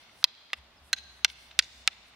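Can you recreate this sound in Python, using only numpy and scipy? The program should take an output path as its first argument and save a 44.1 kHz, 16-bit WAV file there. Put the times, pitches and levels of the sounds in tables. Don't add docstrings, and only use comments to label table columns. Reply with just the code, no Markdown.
import sys
import numpy as np
from scipy import signal
from scipy.fft import rfft, irfft
from scipy.io import wavfile
from scipy.ndimage import uniform_filter1d

SR = 44100
rng = np.random.default_rng(int(sys.argv[2]) if len(sys.argv) > 2 else 0)


def wav_record(signal):
    frames = np.transpose(np.atleast_2d(signal))
    bounded = np.clip(frames, -1, 1)
    quanta = np.round(bounded * 32767).astype(np.int16)
    wavfile.write(sys.argv[1], SR, quanta)


def amplitude_ratio(level_db):
    exponent = np.asarray(level_db, float) / 20
    return 10 ** exponent


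N = 94815
LEAD = 4410

# pitch_hz [Hz], density_db [dB per Hz]
AIR_SPECTRUM = [(15, -11.5), (25, -12), (80, -5.5), (476, -13), (659, -7.5), (2350, -13.5), (3520, -14.5),
                (7920, -33.5), (16000, -38)]
# pitch_hz [Hz], side_over_mid_db [dB]
AIR_WIDTH = [(60, -20.5), (110, -11), (200, -11.5), (380, -11.5), (700, -7.5), (1290, -5), (2380, -3.5),
             (4400, 3), (8120, 2.5), (15000, 4)]
AIR_DB, AIR_FLICKER_DB = -60, -0.5
LULL_S, LULL_LEN_S, LULL_DB = 0.4, 0.14, -9

# time_s [s], level_db [dB], pitch_hz [Hz]
THROB_PATH = [(0, -89, 80.5), (.18, -73.5, 76.06), (.26, -86, 73.7), (.54, -84, 77.2), (.59, -56, 69),
              (.66, -67, 60.9), (.73, -76, 59), (.85, -59.5, 64.8), (.92, -72, 76.3), (1.04, -60, 77.2),
              (1.13, -67, 62.4), (1.3, -61.5, 68.9), (1.45, -73, 61.8), (1.6, -59, 65.2),
              (1.68, -74.5, 62.8), (1.78, -60, 63), (1.9, -69.5, 62), (2.05, -75, 57.5)]
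THROB_ROUGH, THROB_PAN_DB, THROB_SIDE_DB = 0.11, 0.5, -19.5
HUM_HZ, HUM_WIDTH_HZ, HUM_DB = 231, 10, -79

TICK_START_S = [.093, .2245, .229, .3505, .5023, 1.0375, 1.1912, 1.5085, 1.609, 2.135]
# level_db [dB], centre_hz [Hz], length_s [s]
TICK_SHAPES = [(-57, 1700, 0.0034), (-50, 3200, 0.0037), (-47, 1100, .002), (-57, 3100, 0.0018),
               (-53, 2200, 0.0018), (-52, 3600, .002), (-54, 1560, 0.0026), (-49.5, 2480, 0.0063),
               (-47.5, 2300, .004), (-58, 2100, 0.0039)]
TICK_WIDE = 1.1

# peak_s [s], level_db [dB], rise_s [s], fall_s [s]
SWISH_EVENTS = [(.01, -70.5, .02, 0.054), (0.21, -64, 0.072, 0.021), (0.577, -70.5, .015, .015),
                (0.895, -69.5, 0.062, .012), (.98, -73.5, .03, .06), (1.18, -73, 0.093, .04),
                (1.304, -62.5, 0.017, .025), (1.43, -68.5, 0.068, 0.1), (1.64, -70.5, .03, 0.07),
                (1.785, -68.5, 0.057, .04), (1.93, -77, .02, .03), (2.09, -72.5, 0.05, .015)]
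SWISH_HZ, SWISH_WIDTH_HZ, SWISH_PATCHY_DB, SWISH_TILT_DB = 9300, 8700, 1.5, -4

BIRD_S, BIRD_LEN_S, BIRD_DB = 0.764, 0.032, -65
BIRD_HZ, BIRD_ARCH_HZ, BIRD_FALL_HZ = 4700, 750, -500
QUIET_TOP_HZ = 15750

SLAP_DELAY_S = [
    .017,
    .0335,
    .045,
    .0533,
]
SLAP_SIDE_DB = [0, 0, 1, 4]
# near_post_db, far_post_db, fence_db, wall_db [dB]
BLOW_SLAPS_DB = [(-55, -48.5, -60, -55), (-42, -42, -36, -32.5), (-42.5, -43, -39.5, -32),
                 (-43, -46, -47, -35), (-48, -38, -42.5, -43), (-51, -52, -59, -41.5)]
# low_db, middle_db, high_db, bush_share_db [dB]
BLOW_THROW_DB = [(3, -11, -12, -3.5), (-1.5, -4.5, -7.5, 0), (0, 6.5, 1, 1), (0.5, -1, -8, -2.5),
                 (-2, -2.5, 0, -3), (0.5, -2, -9, -4)]
THROW_BAND_HZ = [2000, 3900, 7000]
SLAP_BLUR_S = 0.001
BUSH_S, BUSH_RISE_S, BUSH_T60_S, BUSH_DB = 0.028, 0.018, 0.092, -22.5
TREES_S, TREES_RISE_S, TREES_T60_S, TREES_DB = 0.02, 0.15, 0.95, -20
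ECHO_LIKENESS, ECHO_LOW_HZ, ECHO_TOP_HZ = 0.16, 905, 6980

# pitch_hz [Hz], level_db [dB], t60_s [s]
MODES_1 = [(974, -26, 0.04), (1475, -31, 0.032), (1988, -21, 0.05), (2580, -14, 0.028), (3280, 0, 0.015),
           (4113, 4, 0.009), (4470, -12, 0.017), (4674, 5, 0.006), (6450, -24, 0.012), (6760, -18, 0.01),
           (9110, -35.5, 0.008), (12200, -7.5, 0.0034)]
MODES_2 = [(1210, -7, 0.014), (1843, 1, 0.011), (2260, 7.5, 0.0049), (2710, -2.5, 0.022),
           (3580, -0.5, 0.012), (3760, -30, 0.018), (4290, -49, 0.0057), (5000, -13, 0.021)]
MODES_3 = [(1532, -5, 0.021), (1950, -5.5, 0.026), (2735, -4, 0.013), (3310, -5, 0.015), (4122, 0, 0.023),
           (4460, -11.5, 0.012), (5520, -13.5, 0.0066), (6380, -1, 0.0056), (7150, -27, 0.02),
           (9250, -14, .008), (11900, -23, .005)]
MODES_4 = [(690, -20.5, .025), (920, -15, 0.029), (1465, -8, 0.02), (1569, -16, .045), (2010, -8.5, 0.045),
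           (2090, -3.5, 0.012), (2790, -3.5, 0.016), (3040, -4, 0.013), (3570, -2.5, 0.015),
           (4480, -6.5, .012), (5800, -8, 0.007), (6900, -20.5, .01), (8400, -18, .01),
           (1180, -14.5, 0.023)]
MODES_5 = [(1499, -10, 0.021), (1825, -5, 0.017), (2620, -12.5, 0.027), (3350, -1, 0.0093),
           (4240, 5, 0.0047), (4860, 0.5, 0.008), (5880, -6, 0.0076), (6300, -20.5, 0.0048),
           (7170, -41, 0.012)]
MODES_6 = [(775, -15.5, 0.035), (1333, -10.5, 0.053), (1710, -5, 0.035), (2064, -13.5, 0.039),
           (2345, -2, 0.02), (2585, -0.5, 0.02), (2890, -4, 0.025), (3520, -2, 0.016), (3920, 1, 0.0081),
           (5020, -5, 0.018), (6130, -25, 0.0058)]
# ring_db [dB], crack_db [dB], crack_hz [Hz]
CONTACTS_1 = [(-7.5, -7.5, 4600), (-19.5, -11.5, 2600)]
CONTACTS_2 = [(-20.5, -14, 3130), (-32, -29.5, 6300), (-31, -16, 2160)]
CONTACTS_3 = [(-17.5, -20.5, 8400), (-23.5, -5, 3320), (-16.5, -28, 5800)]
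CONTACTS_4 = [(-13.5, 3.5, 3680), (-21, -3, 3400), (-17.5, 3, 2690)]
CONTACTS_5 = [(-14, 0.5, 5000), (-23.5, 5, 2740), (-12, -6.5, 2050)]
CONTACTS_6 = [(-21.5, -4.5, 4920), (-15.5, 2, 2870)]
CONTACT_TIMES_S = [(.24175, .2449), (.53205, .5336, .5360), (.9299, .9312, .9330),
                   (1.24675, 1.2474, 1.2481), (1.5907, 1.5920, 1.5940), (1.87555, 1.8764)]
BLOW_SIDE_DB = [0, -0.28, -1.2, -0.5, -1, -2]
BLOW_SCATTER_DB = [-17.5, -12, -11, -14.5, -16.5, -18]
BLOW_EDGE_DB = [-14.5, -18.5, -14.5, -18, -24.5, -28]
MODES = (MODES_1, MODES_2, MODES_3, MODES_4, MODES_5, MODES_6)
CONTACTS = (CONTACTS_1, CONTACTS_2, CONTACTS_3, CONTACTS_4, CONTACTS_5, CONTACTS_6)
EARLIER_S, EARLIER_DB = -0.098, -4
GRIP_T60_S, GRIP_FADE_S = 0.03, 0.014
CRACK_WIDE, KNOCK_DB, KNOCK_HZ = 0.96, -26.5, 786
CONTACT_TOP_HZ, LATE_TOP_HZ, LOW_CUT_HZ = 16960, 11100, 450
SCATTER_S, SCATTER_T60_S, SCATTER_SIDE_DB = 0.003, 0.02, 0.5
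LEFT_LAG = 0.63
OPPOSITE = np.array([[1], [-1]])


def band(x, hz, width_hz, order=1):
    lo = np.sqrt(hz ** 2 + width_hz ** 2 / 4) - width_hz / 2
    edges = [lo, min(lo + width_hz, 20000)]
    return signal.sosfilt(signal.butter(order, edges, "band", fs=SR, output="sos"), x)


def unit(x):
    return x / np.sqrt(np.mean(x ** 2))


def pan(db):
    return amplitude_ratio(np.array([[db], [-db]]) / 2)


def read(table, hz):
    table_hz, table_db = np.array(table).T
    return np.interp(np.log(hz + 1), np.log(table_hz), table_db)


def walk(rate):
    k = int(SR / rate)
    steps = np.repeat(rng.standard_normal(N // k + 1), k)
    return unit(uniform_filter1d(steps, k)[:N])


def air():
    f = np.fft.rfftfreq(N, 1 / SR)
    mid, side = rfft(rng.standard_normal((2, N))) * amplitude_ratio(read(AIR_SPECTRUM, f))
    side = side * amplitude_ratio(read(AIR_WIDTH, f))
    both = np.array([mid + side, mid - side])
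    lull_db = LULL_DB * np.exp(-((np.arange(N) / SR - LULL_S) / LULL_LEN_S) ** 4)
    octave = np.log2(f / 30 + 1e-9)
    out = 0
    for k in range(11):
        share = np.cos(np.clip(octave - k, -1, 1) * np.pi / 2) ** 2
        lull_share = np.clip(1.3 - k / 4, 0, 1)
        gain = amplitude_ratio(AIR_FLICKER_DB * walk(4.2) + lull_db * lull_share)
        out = out + gain * irfft(both * share, N)
    return amplitude_ratio(AIR_DB) * unit(out)


def engine(t):
    s, db, hz = np.array(THROB_PATH).T
    level = amplitude_ratio(np.interp(t, s, db))
    pitch = np.interp(t, s, hz) * (1 + 0.051 * walk(26))
    tone = np.sin(2 * np.pi * np.cumsum(pitch) / SR)
    throb = np.sqrt(2) * level * tone * (1 + THROB_ROUGH * walk(19))
    rumble = amplitude_ratio(THROB_SIDE_DB) * level * unit(band(rng.standard_normal(N), 65, 40)) * OPPOSITE
    hum = amplitude_ratio(HUM_DB) * unit(band(rng.standard_normal(N), HUM_HZ, HUM_WIDTH_HZ))
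    return pan(THROB_PAN_DB) * throb + rumble + hum


def bird(t):
    u = np.clip((t - BIRD_S) / BIRD_LEN_S, 0, 1)
    hz = BIRD_HZ + BIRD_ARCH_HZ * np.sin(np.pi * u ** 0.71) + BIRD_FALL_HZ * u
    return amplitude_ratio(BIRD_DB) * np.sin(np.pi * u) ** 0.5 * np.sin(2 * np.pi * np.cumsum(hz) / SR)


def swishes(t):
    swing = 0
    for s, db, rise, fall in SWISH_EVENTS:
        swing = swing + amplitude_ratio(db) * np.exp(-((t - s) / np.where(t < s, rise, fall)) ** 2)
    cloth = rng.standard_normal((2, N)) + 1.9 * rng.standard_normal(N)
    out = np.zeros((2, N))
    for octave in (-1, 0, 1):
        wide = 2 ** (octave * 0.81)
        patchy = amplitude_ratio(SWISH_TILT_DB * abs(octave) + SWISH_PATCHY_DB * walk(30))
        hiss = unit(band(cloth, SWISH_HZ * wide, 0.5 * SWISH_WIDTH_HZ * wide, order=2))
        out += swing * patchy * hiss
    return out


def ticks(t):
    out = np.zeros(N)
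    for s, (db, hz, length) in zip(TICK_START_S, TICK_SHAPES):
        u = np.maximum(t - s, 0) / length
        pulse = u * np.exp(1 - u ** 2)
        width_hz = TICK_WIDE * np.clip(hz, 1200, 3200)
        out += amplitude_ratio(db) * pulse * unit(band(rng.standard_normal(N), hz, width_hz, order=3))
    return out


def swell(t, start_s, rise_s, t60_s, db):
    u = np.maximum(t - start_s, 0)
    return amplitude_ratio(db) * (1 - np.exp(-u / rise_s)) * 1000. ** (-u / t60_s) / np.sqrt(t60_s * SR / 14)


def garden(slaps_db, bush_db):
    t = np.arange(SR) / SR
    mid, side = rng.standard_normal((2, SR))
    leaves = np.sqrt((1 + ECHO_LIKENESS) / 2) * mid + np.sqrt((1 - ECHO_LIKENESS) / 2) * side * OPPOSITE
    bushes = swell(t, BUSH_S, BUSH_RISE_S, BUSH_T60_S, BUSH_DB + bush_db)
    trees = swell(t, TREES_S, TREES_RISE_S, TREES_T60_S, TREES_DB)
    ir = leaves * (bushes + trees)
    for s, db, pan_db in zip(SLAP_DELAY_S, slaps_db, SLAP_SIDE_DB):
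        blur = 0.2 * mid * (t > s) * np.exp(-np.abs(t - s) / SLAP_BLUR_S)
        ir = ir + amplitude_ratio(db) * pan(pan_db) * (np.sinc((t - s) * SR) + blur)
    return band(ir, np.sqrt(ECHO_LOW_HZ * ECHO_TOP_HZ), ECHO_TOP_HZ - ECHO_LOW_HZ)


def echo(hit, throw, slaps_db):
    sent = 0
    for db, hz in zip(throw, THROW_BAND_HZ):
        sent = sent + amplitude_ratio(db) * band(hit.mean(0), hz, 0.76 * hz)
    return signal.fftconvolve(garden(slaps_db, throw[3]), sent[None], axes=1)[:, :N + LEAD]


def ringing(t, modes):
    tone = 0
    for m, (hz, db, t60) in enumerate(modes):
        decay = 1000. ** (-t / min(t60, GRIP_T60_S))
        tone = tone + (-1) ** m * amplitude_ratio(db) * np.sin(2 * np.pi * hz * t) * decay
    return tone * np.exp(-(t / GRIP_FADE_S) ** 2)


def scatter(hit, scatter_db):
    t = np.arange(1500) / SR
    envelope = np.minimum(t / SCATTER_S, 1) ** 2 * 1000. ** (-t / min(SCATTER_T60_S, GRIP_T60_S))
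    mid, side = rng.standard_normal((2, len(t))) * envelope
    near = mid + amplitude_ratio(SCATTER_SIDE_DB) * side * OPPOSITE
    near = near * amplitude_ratio(scatter_db) / np.sqrt(np.sum(mid ** 2))
    return band(signal.fftconvolve(hit, near, axes=1)[:, :3000], 3200, 7300)


def blow(times, contacts, modes, pan_db, scatter_db, edge_db):
    start = int(times[0] * SR) + LEAD - 16
    hit = 0
    for j, (s, (ring_db, crack_db, crack_hz)) in enumerate(zip(times, contacts)):
        k = np.arange(3000) - (s * SR + LEAD - start) - np.array([[LEFT_LAG], [0]])
        click = np.sinc(k) * (np.abs(k) < 16)
        crack = 4 * band(click, crack_hz, CRACK_WIDE * crack_hz, order=2)
        crack = crack + amplitude_ratio(KNOCK_DB) * 10 * band(click, KNOCK_HZ, 720)
        if j == 0:
            crack = crack + amplitude_ratio(edge_db) * 4 * band(click, 7900, 7600)
        contact = amplitude_ratio(ring_db) * ringing(np.maximum(k, 0) / SR, modes) + amplitude_ratio(crack_db) * crack
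        top_hz = LATE_TOP_HZ if j else CONTACT_TOP_HZ
        hit = hit + signal.sosfilt(signal.butter(2, top_hz, fs=SR, output="sos"), contact)
    hit = hit + scatter(hit, scatter_db)
    low_cut = signal.butter(4, LOW_CUT_HZ, "high", fs=SR, output="sos")
    out = np.zeros((2, N + LEAD))
    out[:, start:start + 3000] = pan(pan_db) * signal.sosfilt(low_cut, hit)
    return out


def sticks():
    times = CONTACT_TIMES_S[3]
    earlier = [s - times[0] + EARLIER_S for s in times]
    hit = blow(earlier, CONTACTS[3], MODES[3], 0, BLOW_SCATTER_DB[3], BLOW_EDGE_DB[3])
    out = amplitude_ratio(EARLIER_DB) * echo(hit, BLOW_THROW_DB[3], BLOW_SLAPS_DB[3])
    rows = zip(CONTACT_TIMES_S, CONTACTS, MODES, BLOW_SIDE_DB, BLOW_SCATTER_DB, BLOW_EDGE_DB)
    for row, throw, slaps_db in zip(rows, BLOW_THROW_DB, BLOW_SLAPS_DB):
        hit = blow(*row)
        out = out + hit + echo(hit, throw, slaps_db)
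    return out[:, LEAD:]


def scene():
    t = np.arange(N) / SR
    quiet = air() + bird(t) + swishes(t) + ticks(t)
    top = signal.ellip(10, 0.5, 60, QUIET_TOP_HZ, fs=SR, output="sos")
    return signal.sosfilt(top, quiet) + engine(t) + sticks()


def low_pass(x):
    return signal.sosfilt(signal.butter(12, 16790, fs=SR, output="sos"), x)


def record(dry):
    clipped = np.clip(dry, -1, 1)
    treble_cut = signal.ellip(8, 0.1, 60, 16500, fs=SR, output="sos")
    mix = signal.sosfilt(treble_cut, clipped)
    return low_pass(mix)


dry = scene()
out = record(dry)
wav_record(out)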